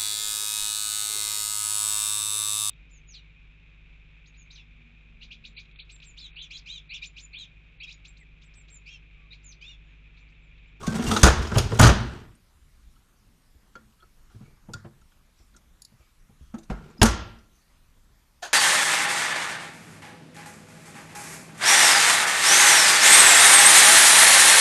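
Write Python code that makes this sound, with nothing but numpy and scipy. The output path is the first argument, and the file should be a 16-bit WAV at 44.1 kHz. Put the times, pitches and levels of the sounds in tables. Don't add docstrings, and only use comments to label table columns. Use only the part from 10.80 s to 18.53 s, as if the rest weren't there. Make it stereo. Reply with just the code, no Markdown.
import sys
import numpy as np
from scipy import signal
from scipy.fft import rfft, irfft, next_fast_len
from scipy.io import wavfile
from scipy.ndimage import uniform_filter1d, map_coordinates

SR = 44100
rng = np.random.default_rng(int(sys.argv[2]) if len(sys.argv) > 2 else 0)


def linear_from_db(decibels):
    return 10 ** (np.asarray(decibels, float) / 20)


def pcm_store(signal):
    levels = np.round(np.clip(np.atleast_2d(signal), -1, 1) * 32767)
    wavfile.write(sys.argv[1], SR, levels.astype(np.int16).T)


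N = 340893


def unit(x):
    return x / np.sqrt(np.mean(x ** 2) + 1e-20)


def along(points, hz):
    f, v = np.transpose(points)
    return np.interp(np.log(hz + 1), np.log(f + 1), v)


def filtered(x, response):
    m = next_fast_len(len(x) + SR // 4)
    spectrum = rfft(x, m) * response(np.fft.rfftfreq(m, 1 / SR))
    return irfft(spectrum, m)[:len(x)]


def body(modes, tilt_db=0):
    centre, width, db = np.transpose(modes)[..., None]
    sign = (-1) ** np.arange(len(centre))[:, None]
    gain = linear_from_db(db + np.reshape(tilt_db, (-1, 1))) * sign
    return lambda f: (gain * 1j * f * width / (centre * centre - f * f + 1j * f * width)).sum(axis=0)


def near(modes, hz, slope_db, scatter_db):
    octaves = np.abs(np.log2(np.array(modes)[:, 0] / hz))
    return -slope_db * octaves + scatter_db * rng.standard_normal(len(modes))


def add(track, s, sound, db):
    i = round(s * SR)
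    scaled = linear_from_db(db) * sound / np.abs(sound).max()
    track[i:i + len(sound)] += scaled[:len(track) - i]


def patchy(x, depth_db):
    z = signal.stft(x, nperseg=512)[2]
    field = uniform_filter1d(rng.standard_normal(z.shape), size=8, axis=0)
    field = uniform_filter1d(field, size=16, axis=1)
    return signal.istft(z * linear_from_db(depth_db * unit(field)), nperseg=512)[1][:N]


def strikes(modes, hits, blur, broad_db):
    out, t = np.zeros(N), np.arange(SR) / SR
    ring, wide = body(np.array(modes) * [1, blur, 1]), body([(3950, 3400, broad_db)])
    for s, db, rise_s, t60 in hits:
        chatter = rng.standard_normal(len(t)) * linear_from_db(-60 * t / t60) * (1 - np.exp(-(t / rise_s) ** 2))
        add(out, s, filtered(chatter, lambda f: ring(f) + wide(f)), db)
    return out


# frequency in Hz, density in dB per Hz.
HUM = [(12, -34.5), (22, 6), (39, -4.5), (60, -2), (84, -13.5), (108, -11.5), (189, -14), (319, -22.5)]
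# frequency in Hz, density in dB per Hz.
HISS = [(420, -26), (713, -28.5), (1140, -25.5), (1420, -26.5), (2220, -29.5), (13400, -37), (15000, -55)]


def air():
    sway_db, sway_t60_s, drift_db = -31, 0.36, 2
    t = np.arange(N) / SR
    noise = filtered(patchy(rng.standard_normal(N), depth_db=1.9), lambda f: linear_from_db(along(HUM + HISS, f)))
    noise = linear_from_db(-60) * unit(noise)
    low = filtered(noise, lambda f: 1 / (1 + (f / 110) ** 4))
    sway = np.zeros(N)
    for s, db, *_ in LANDINGS + NUDGES + SETDOWNS:
        sway += (t > s) * linear_from_db(db + sway_db - 60 * np.abs(t - s) / sway_t60_s)
    drift = map_coordinates(rng.standard_normal(40), [3 * t])
    wander = low * (linear_from_db(1.5 + drift_db * drift) - 1)
    return noise + wander + unit(low) * uniform_filter1d(sway, size=1500)


# frequency in Hz, decay by 60 dB in seconds.
SHOP = [(60, .55), (160, 0.75), (420, 0.62), (1300, 0.62), (2900, 0.67), (5000, .53), (7700, 0.29),
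        (14000, 0.17)]


def shop(x, wet_db, gap_s):
    out, step = np.zeros(N + 2 * SR), int(.3 * SR)
    for i in range(0, N, step):
        hz, t, z = signal.stft(rng.standard_normal(SR), SR, nperseg=256)
        decay = linear_from_db(-60 * t / along(SHOP, hz)[:, None])
        tail = signal.istft(z * decay, SR, nperseg=256)[1][:SR]
        tail *= 1 - np.exp(-np.arange(SR) / SR / gap_s)
        wet = signal.fftconvolve(x[i:i + step], tail / np.linalg.norm(tail))
        out[i:i + len(wet)] += wet
    return linear_from_db(wet_db) * out[:N]


def scatter(x, wet_db):
    hz, t, z = signal.stft(x, SR, nperseg=256)
    power = np.abs(uniform_filter1d(np.abs(z) ** 2, size=5, axis=0))
    keep = linear_from_db(-120 * (t[1] - t[0]) / along(SHOP, hz))
    wash = np.array([signal.lfilter([0, 1 - k], [1, -k], row) for k, row in zip(keep, power)])
    noise = signal.stft(rng.standard_normal(N), SR, nperseg=256)[2]
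    shaped = np.sqrt(wash / np.mean(np.abs(noise) ** 2)) * noise
    return linear_from_db(wet_db) * signal.istft(shaped, SR, nperseg=256)[1][:N]


# frequency in Hz, width in Hz, level in dB.
CLOTH = [(1252, 340, 1.5), (2395, 1000, -3.5), (5370, 4000, -6)]
# start in seconds, peak in dB, rise in seconds, decay by 60 dB in seconds.
RUSTLES = [
    (3.47, -58.5, 0.055, .9),
    (4.55, -62.5, 0.0496, .4),
    (5.13, -63.5, 0.076, .8),
    (5.58, -63.5, .06, .6),
    (6.7, -61, .05, .6),
]


def rustles():
    return patchy(strikes(CLOTH, RUSTLES, blur=0.56, broad_db=-18.5), depth_db=3.5)


# frequency in Hz, width in Hz, level in dB.
PIPE = [(710, 88.1, -2.5), (999, 84, -6), (1420, 140, -4), (1744, 88, -4), (2579, 102, -10.5),
        (3140, 97, -5.5), (4335, 90, -24), (5100, 80, -13.5), (6296, 240, -15.5), (7200, 131.2, -15)]
# start in seconds, peak in dB, rise in seconds, chatter decay by 60 dB in seconds.
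PIPE_HITS = [
    (7.619, -24, .012, 0.12),
    (7.642, -28, .008, 0.15),
]


def pipe():
    return strikes(PIPE, PIPE_HITS, blur=1.6, broad_db=-13.5)


# frequency in Hz, width in Hz, level in dB.
THREAD = [(610, 31, -10), (1250, 33, 2), (2300, 88, 1), (4730, 550, -13)]
# start in seconds, peak in dB, rise in seconds, chatter decay by 60 dB in seconds.
THREAD_HITS = [
    (3.6, -54, 0.06, .6),
    (5.17, -57.5, 0.063, .4),
]


def thread():
    return strikes(THREAD, THREAD_HITS, blur=1.2, broad_db=-31.0)


# frequency in Hz, width in Hz, level in dB.
SOCKET = [(1420, 24, 4), (3443, 89, -6), (4458, 24, -3.5), (4630, 31.5, -4), (5100, 30, -18),
          (5968, 41, -4), (6925, 47, -4.5), (11060, 76, -21), (11360, 37, -15.5)]
# start in seconds, peak in dB, rise in seconds, chatter decay by 60 dB in seconds.
SOCKET_HITS = [
    (3.934, -26, 0.003, 0.03),
]


def socket():
    return strikes(SOCKET, SOCKET_HITS, blur=1.7, broad_db=-16)


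# frequency in Hz, width in Hz, level in dB.
SPANNER = [(390, 19, -5.5), (1398, 32, 6), (1710, 22, -10), (2720, 19, -21.5), (3343, 20, -7),
           (4280, 76, -12), (4640, 35, -14.5), (5210, 24, -17), (6200, 320, -22.5)]
# start in seconds, peak in dB, rise in seconds, chatter decay by 60 dB in seconds.
SPANNER_HITS = [
    (2.953, -35, 0.00095, 0.037),
    (3.222, -45, .002, 0.039),
    (4.742, -49, 0.0026, 0.078),
]


def spanner():
    return strikes(SPANNER, SPANNER_HITS, blur=1.44, broad_db=-29.5)


# frequency in Hz, width in Hz, level in dB.
FLANGE = [(1143, 11, -8), (1300, 10, -5), (1376, 5.2, -2), (1435, 9.4, 0.5), (1603.5, 11, -8.5),
          (2130, 16, -14.5)]
# start in seconds, peak in dB, rise in seconds, chatter decay by 60 dB in seconds.
FLANGE_HITS = [
    (0.432, -22.5, 0.003, .1),
    (1.034, -24, .002, .1),
    (5.9, -40, .002, .15),
    (6.215, -17, .002, .15),
]


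def flange():
    return strikes(FLANGE, FLANGE_HITS, blur=0.71, broad_db=-40.5)


# start in seconds, peak in dB, frequency in Hz, rise in seconds, decay by 60 dB in seconds.
RINGS = [(5.739, -27.5, 226, .01, .06), (6.222, -11.5, 226, .015, .2), (6.217, -19, 445, .008, 0.092),
         (0.465, -22, 1480, .004, .08), (6.24, -25.5, 1450, .006, .14), (0.28, -23.5, 226, .03, .6),
         (1.2, -30, 226, 0.012, 0.23), (5.909, -26.5, 48, .004, .3), (6.19, -33.5, 230, .004, .06),
         (6.18, -48, 5050, .002, .018), (6.196, -48, 5200, .002, .016), (2.954, -40.5, 1392, 0.0016, 0.12),
         (2.958, -51, 517, .003, .12), (3.223, -52, 1300, 0.0027, 0.11), (3.186, -61, 1300, .01, 0.22),
         (7.624, -34, 710, .005, 0.066), (7.626, -35.5, 1740, 0.0046, .07),
         (5.742, -49, 1300, 0.0037, 0.12), (0.311, -22, 1250, .003, .04), (0.362, -20, 1350, .003, .05),
         (0.432, -12, 190, .006, .12), (0.07, -35, 1550, .01, .2), (0.025, -36, 1100, .015, .3),
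         (5.76, -42, 330, .01, .2), (4.05, -47, 340, 0.0042, .2), (3.936, -43.5, 1417, 0.0025, 0.18),
         (6.216, -21, 3420, .002, .06), (6.217, -24, 630, .004, .1), (0.262, -33, 2790, .005, .15),
         (3.888, -43.5, 336, .004, .12)]


def rings():
    out, t = np.zeros(N), np.arange(SR // 2) / SR
    for s, db, hz, rise_s, t60 in RINGS:
        fade = linear_from_db(-60 * t / t60) * (1 - np.exp(-(t / rise_s) ** 2))
        add(out, s, np.sin(2 * np.pi * hz * t) * fade, db)
    return out


# frequency in Hz, width in Hz, level in dB.
BOLT = [(3903, 440, -10.5), (4680, 200, 0.5), (5500, 300, -8.5), (6900, 280, 3), (8500, 500, -8.5),
        (10300, 600, 2), (11050, 450, -2.5), (12500, 1100, -9.5)]
# start in seconds, low mode peak in dB,
# middle modes in dB relative to it, top modes in dB relative to it.
TICKS = [(0.7725, -34, 7, 2), (0.7822, -25, 2.5, 3.5), (0.7946, -38, -2, -11), (0.993, -36, 20, 14),
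         (1.0125, -27, 0.5, 10.5), (1.0272, -18.5, -7.5, -11.5), (3.9341, -33.5, -4, -24),
         (4.764, -60, 11.5, -3.5), (5.019, -40, 0, 1.5), (5.0488, -39.5, -4.5, -5),
         (6.2295, -16.5, -8.5, 5.5)]


def ticks():
    out, t = np.zeros(N), np.arange(SR // 8) / SR
    for s, db, middle_db, top_db in TICKS:
        chatter = rng.standard_normal(len(t)) * linear_from_db(-60 * t / 0.023) * (1 - np.exp(-t / 0.00078))
        for modes, level_db in ((BOLT[:3], db), (BOLT[3:5], db + middle_db), (BOLT[5:], db + top_db)):
            add(out, s, filtered(chatter, body(modes)), level_db + 0.5)
    return out


def harder(db):
    return 1280 * 2 ** (0.03 * (db + 9))


# frequency in Hz, width in Hz, level in dB.
STEEL = [(2742, 170, -7), (3320, 170, 5), (3700, 160, -5), (4180, 75, 0.5), (4750, 20, -6), (5300, 290, 1),
         (5830, 220, 0), (6820, 150, 5.5), (8200, 900, -9), (9630, 470, -7.5), (10200, 370, -9.5),
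         (10800, 1800, -17.5)]
# frequency in Hz, width in Hz, level in dB.
CASTING = [(734, 90, -13.5), (1063, 150, -3), (1165, 25, -2), (1311, 53, 5.5), (1405, 42, 3),
           (1705, 260, -8), (2070.5, 90, -20)]


def contacts(table, cast_hz_of, t60, detune, blur, own_db, broad_db, slope_db, rise_s):
    out, t = np.zeros(N), np.arange(SR // 4) / SR
    fade = linear_from_db(-60 * t / max(t60, .003)) * (1 - np.exp(-t / rise_s))
    for s, db, cast_db, hz in table:
        cast_peak_db = db + cast_db
        pieces = ((STEEL, hz, db), (CASTING, cast_hz_of(cast_peak_db), cast_peak_db))
        for modes, centre_hz, level_db in pieces:
            chatter = rng.standard_normal(len(t)) * fade
            shift = np.exp(detune * rng.standard_normal((len(modes), 1)) * [1, 0, 0])
            modes = np.array(modes) * shift * [1, blur, 1]
            ring = body(modes, near(modes, centre_hz, slope_db, scatter_db=3))
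            own = body([(centre_hz, centre_hz / 30, own_db)])
            wide = body([(centre_hz, centre_hz, broad_db)])
            sound = filtered(chatter, lambda f: ring(f) + own(f) + wide(f) / (1 + 1j * f / centre_hz))
            add(out, s, sound, level_db)
    return out


# start in seconds, steel peak in dB,
# casting in dB relative to steel, brightest frequency in Hz.
TAPS = [(0.3113, -28.5, 8.5, 3600), (0.3625, -20.5, 5, 3820), (0.7146, -42, 15, 3610),
        (1.5506, -49, -15, 8530), (2.1574, -56.5, 0, 2905), (3.0994, -56, -17.5, 5210),
        (3.2, -52.5, -8, 3490), (3.4994, -60.5, 3, 4775), (3.615, -70, 4, 2300), (4.2123, -54, -1.5, 6200),
        (4.3184, -53.5, 1, 3125), (4.7392, -52, -7.5, 3920), (4.7633, -42.5, -12.5, 6744),
        (6.5844, -50, -12.5, 4970)]


def taps():
    return contacts(TAPS, lambda db: 1420, t60=0.052, detune=0.021, blur=0.95,
                    own_db=-2, broad_db=-6.5, slope_db=10.5, rise_s=0.00061)


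# start in seconds, steel peak in dB,
# casting in dB relative to steel, brightest frequency in Hz.
JOLTS = [(0.028, -33.5, 2, 5300), (0.066, -25, -9, 5205), (0.1503, -29, -10, 6720),
         (0.1944, -30.5, -1.5, 3005), (0.2204, -31, -7, 3622), (0.2634, -22.5, -9.5, 2792),
         (0.3342, -22.5, -4, 6735), (0.3894, -29.5, -3.5, 6032), (0.6214, -28, -7.5, 3599),
         (0.6474, -31.5, -2.5, 3140), (0.6684, -29, -5.5, 3454), (0.7146, -33.5, 5, 3550),
         (0.741, -32, 5, 3503), (0.754, -24, 4, 2726), (0.7748, -24, -8.5, 2796), (0.7804, -14, -9.5, 5430),
         (0.7962, -23.5, -2, 3320), (0.9177, -31.5, 2.5, 3260), (0.9507, -34, -3.5, 2892),
         (0.9887, -16, 0.5, 3066), (1.0898, -16.5, 4, 3368)]
KNOCKS = [
    (3.885, -58, 11, 2630),
    (4.051, -63, 15, 2650),
    (5.7411, -44, -0.5, 6420),
    (5.7816, -38.5, -6.5, 6670),
    (5.8306, -45.5, -9.5, 6100),
    (5.898, -42, 8, 2660),
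    (6.0982, -54, 8.5, 6925),
    (6.181, -54.5, -11.5, 5100),
    (6.197, -51, 5, 5100),
]


def jolts_and_knocks():
    return contacts(JOLTS + KNOCKS, harder, t60=0.069, detune=.03, blur=1.5,
                    own_db=-7.0, broad_db=1.5, slope_db=5, rise_s=0.0023)


# start in seconds, steel peak in dB,
# casting in dB relative to steel, brightest frequency in Hz.
BLOWS = [(0.313, -16, -4, 5500), (0.364, -17, -3, 4200), (0.371, -20, -2, 5300), (0.4312, -1, -3, 6800),
         (0.4395, -5.5, 0, 5500), (0.452, -10, -1, 4500), (0.464, -11, 1.5, 6800), (0.473, -13, 2, 3700),
         (0.481, -14, 3, 2797), (0.5, -17, -1, 3400), (0.9955, -8.5, 1.5, 6800), (1.012, -9, 0.5, 6800),
         (1.022, -12, 2, 4100), (1.029, -9, 1, 5400), (1.036, -9, 3, 3699), (1.047, -11, 3, 6200),
         (1.056, -12, 1, 3200), (1.066, -11, 2, 2595), (1.072, -10.5, -3, 6000), (6.2155, -6, -2, 3408),
         (6.2278, -4.5, -4, 6800), (6.2552, -14, -1, 6000), (6.262, -17, 0, 6306), (6.286, -22, 0.5, 5500)]


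def blows():
    return contacts(BLOWS, harder, t60=0.044, detune=0.022, blur=1.6,
                    own_db=-6.5, broad_db=2.5, slope_db=2.5, rise_s=0.0011)


# frequency in Hz, width in Hz, level in dB.
BENCH = [(42, 16, -11.5), (61.42, 18, 3.5), (99.36, 18, -1.5), (119, 11, 2.5), (155.5, 20, -3.5),
         (222.3, 15, 5)]
# frequency in Hz, width in Hz, level in dB.
PANEL = [(336, 110, -3), (467, 77, -3), (606, 150, -7), (826, 87, -7)]


def thumps(table, t60):
    out, t = np.zeros(N), np.arange(SR // 2) / SR
    push = np.exp(-t / 0.00038) * (1 - np.exp(-t / 0.00071))
    fade = linear_from_db(-60 * t / max(t60, .02))
    for s, db, hz, knock_db in table:
        rocking = push + 0.081 * rng.standard_normal(len(t)) * linear_from_db(-60 * t / 0.15)
        bench = body(BENCH, near(BENCH, hz, slope_db=13, scatter_db=1.5))
        boom = filtered(rocking, lambda f: bench(f) / (1 + 1j * f / 300) * (1j * f / (45 + 1j * f)) ** 2)
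        tone = .45 * np.sin(2 * np.pi * hz * t)
        add(out, s, fade * (boom / np.abs(boom).max() + tone), db - 3.0)
        rattle = rng.standard_normal(len(t)) * linear_from_db(-60 * t / .12) * (1 - np.exp(-t / .0025))
        panel = body(PANEL, 3 * rng.standard_normal(len(PANEL)))
        wide = body([(920, 1100, 0.1)])
        add(out, s, filtered(rattle, lambda f: panel(f) + linear_from_db(-13) * wide(f) ** 2), db + knock_db + 2.5)
    return out


# start in seconds, peak in dB, strongest frequency in Hz,
# panel knock in dB relative to the peak.
NUDGES = [(2.749, -48, 56.5, -14), (2.954, -44.5, 218.6, -5), (3.229, -55, 45.5, -0.5),
          (3.546, -36, 109, -17), (3.607, -35.5, 143.5, -16), (3.885, -32.5, 141.4, -9.5),
          (3.937, -33.5, 102.3, -10), (4.045, -36.5, 141.5, -6), (4.598, -43.5, 45.9, -17),
          (4.752, -50.5, 213.6, -14), (5.12, -45.5, 141.6, -14), (5.198, -45.5, 68, -15),
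          (5.493, -43, 138.7, -14.5), (5.61, -38, 29.9, -39.5), (6.619, -51.5, 45.25, -26)]


def nudges():
    return thumps(NUDGES, t60=0.49)


SETDOWNS = [
    (5.738, -32.5, 160, -5.5),
    (5.898, -20, 156, -7.5),
    (6.215, -6, 55, -6),
    (6.218, -11.5, 110, -7.5),
    (6.229, -13, 95, -8.5),
]


def setdowns():
    return thumps(SETDOWNS, t60=.17)


LANDINGS = [(0.076, -13, 222.4, -20), (0.152, -20.5, 235, -12), (0.186, -21.5, 242.7, -5.5),
            (0.269, -19, 87, -27.5), (0.319, -19.5, 207, -7.5), (0.432, -1.5, 62, -12.5),
            (0.46, -7.5, 61, -3.5), (0.589, -19, 75.1, -25.5), (0.719, -18.5, 131.1, -12.5),
            (0.76, -7.5, 118.7, -12.5), (0.78, -14, 95, -7), (0.848, -23, 53.23, -29),
            (0.917, -16.5, 113.9, -8), (0.995, -1.5, 122.8, -9), (1.015, -5, 95, -8),
            (1.034, -4.5, 119, -9.5), (1.058, -7, 58.1, -12), (1.045, -8.5, 226.4, -15),
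            (1.089, -9.5, 56.7, -5.5)]


def landings():
    return thumps(LANDINGS, t60=.3)


# time in seconds, pressure in dB.
DRAG = [
    [(0.0, -44), (0.05, -39), (0.11, -42), (0.15, -37), (0.23, -35.5), (0.28, -29.5), (0.34, -29),
     (0.39, -34), (0.43, -34.5)],
    [(0.431, -36), (0.56, -42), (0.62, -41), (0.69, -45), (0.77, -38), (0.88, -46), (0.93, -39.5),
     (0.99, -40)],
    [(0.991, -40), (1.12, -48), (1.2, -46.5), (1.4, -52.5), (1.5, -67.5)],
    [(3.5, -69.5), (3.62, -63.5), (3.8, -80)],
    [(5.88, -70.5), (5.93, -58), (6.09, -58), (6.19, -63)],
]


def scrape():
    hz, t, z = signal.stft(rng.standard_normal(N), SR, nperseg=1024)
    pressure_db = np.max([np.interp(t, *np.transpose(rows), -120, -120) for rows in DRAG], axis=0)
    over_db = 40 + pressure_db
    octaves = np.log2((hz[:, None] + 1) / 520) - .07 * over_db
    shaped = z * linear_from_db(-33 + over_db) / (1 + (octaves / .35) ** 2)
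    return patchy(signal.istft(shaped, SR, nperseg=1024)[1][:N], depth_db=3)


def drag():
    out, t = np.zeros(N), np.arange(N) / SR
    # modes, level in dB at a pressure of -40 dB, dB gained per dB of pressure, broad resonance
    layers = ((STEEL, -47.5, 1.4, (6000, 8000, -2)),
              (CASTING, -43, .8, (1100, 1200, 1)),
              (BENCH + PANEL[:2], -38.5, .9, (150, 250, -10)))
    for modes, base_db, grows, wide in layers:
        sizes = np.clip(rng.standard_normal(N // 300 + 1), -2, 2)
        grains = rng.standard_normal(N) * linear_from_db(4.4 * np.repeat(sizes, 300)[:N])
        sound = unit(filtered(grains, lambda f: body(modes)(f) + body([wide])(f)))
        for rows in map(np.array, DRAG):
            level_db = base_db + grows * (rows[:, 1] + 40)
            out += sound * linear_from_db(np.interp(t, rows[:, 0], level_db, -120, -120))
    return out * np.minimum(t / 0.012, 1)


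def hushed(x, over_db, steep):
    hz, t, z = signal.stft(x, SR, nperseg=512)
    power = uniform_filter1d(np.abs(z) ** 2, size=9, axis=0)
    power = np.abs(uniform_filter1d(power, size=3, axis=1))
    floor = linear_from_db(2 * (along(HUM + HISS, hz) + over_db))[:, None]
    gain = 1 / (1 + (floor / (power + 1e-20)) ** steep)
    return signal.istft(z * gain, SR, nperseg=512)[1][:N]


# frequency in Hz, gain in dB.
MIC = [(20, 1.5), (8000, -1.5), (11000, -7), (13000, -9.5), (15000, -7)]


def scene():
    heavy = jolts_and_knocks() + blows() + landings() + nudges() + setdowns() + drag() + pipe()
    light = taps() + spanner() + socket() + thread()
    heavy, light = (filtered(x, lambda f: linear_from_db(along(MIC, f))) for x in (heavy, light))
    heavy, light = heavy + scrape(), light + ticks()
    clear = rings()
    sent = heavy + linear_from_db(-5.0) * light + linear_from_db(-9) * clear
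    bass = filtered(sent, lambda f: 1 / (1 + (f / 450) ** 4))
    hall = shop(bass, wet_db=-10.0, gap_s=0.0008) + scatter(sent - bass, wet_db=-7.5)
    loud = hushed(heavy + light + clear + hall, over_db=-55, steep=0.74)
    return np.tile(loud + flange() + rustles() + air(), (2, 1))


def low_pass(x):
    return signal.sosfilt(signal.butter(12, 15470, fs=SR, output="sos"), x)


# frequency in Hz, share of bands with separate noise per side.
LOOSE = [(4300, 0), (5500, 0.12), (7000, .6), (10000, 0.7), (14000, .7)]


def record(dry):
    mid = np.clip(filtered(dry[0], lambda f: f < 14400), -1, 1)
    hz, t, z = signal.stft(mid, SR, nperseg=1024)
    band = (np.log(hz + 1) * 9).astype(int)
    draw = rng.random((band.max() + 1, len(t) // 2 + 1)).repeat(2, axis=1)
    loose = draw[band, :len(t)] < along(LOOSE, hz)[:, None]
    power = np.abs(z) ** 2
    treble = power[hz > 4000].sum(axis=0)
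    loose &= treble < 30 * np.roll(treble, 2)
    size = np.sqrt(np.abs(uniform_filter1d(power, size=12, axis=0)))
    noise = signal.stft(rng.standard_normal(N), SR, nperseg=1024)[2]
    noise = noise / np.sqrt(np.mean(np.abs(noise) ** 2))
    side = signal.istft(linear_from_db(-3.5) * loose * size * noise, SR, nperseg=1024)[1][:N]
    return low_pass(np.array([mid + side, mid - side]))


dry = scene()
out = record(dry)
pcm_store(out)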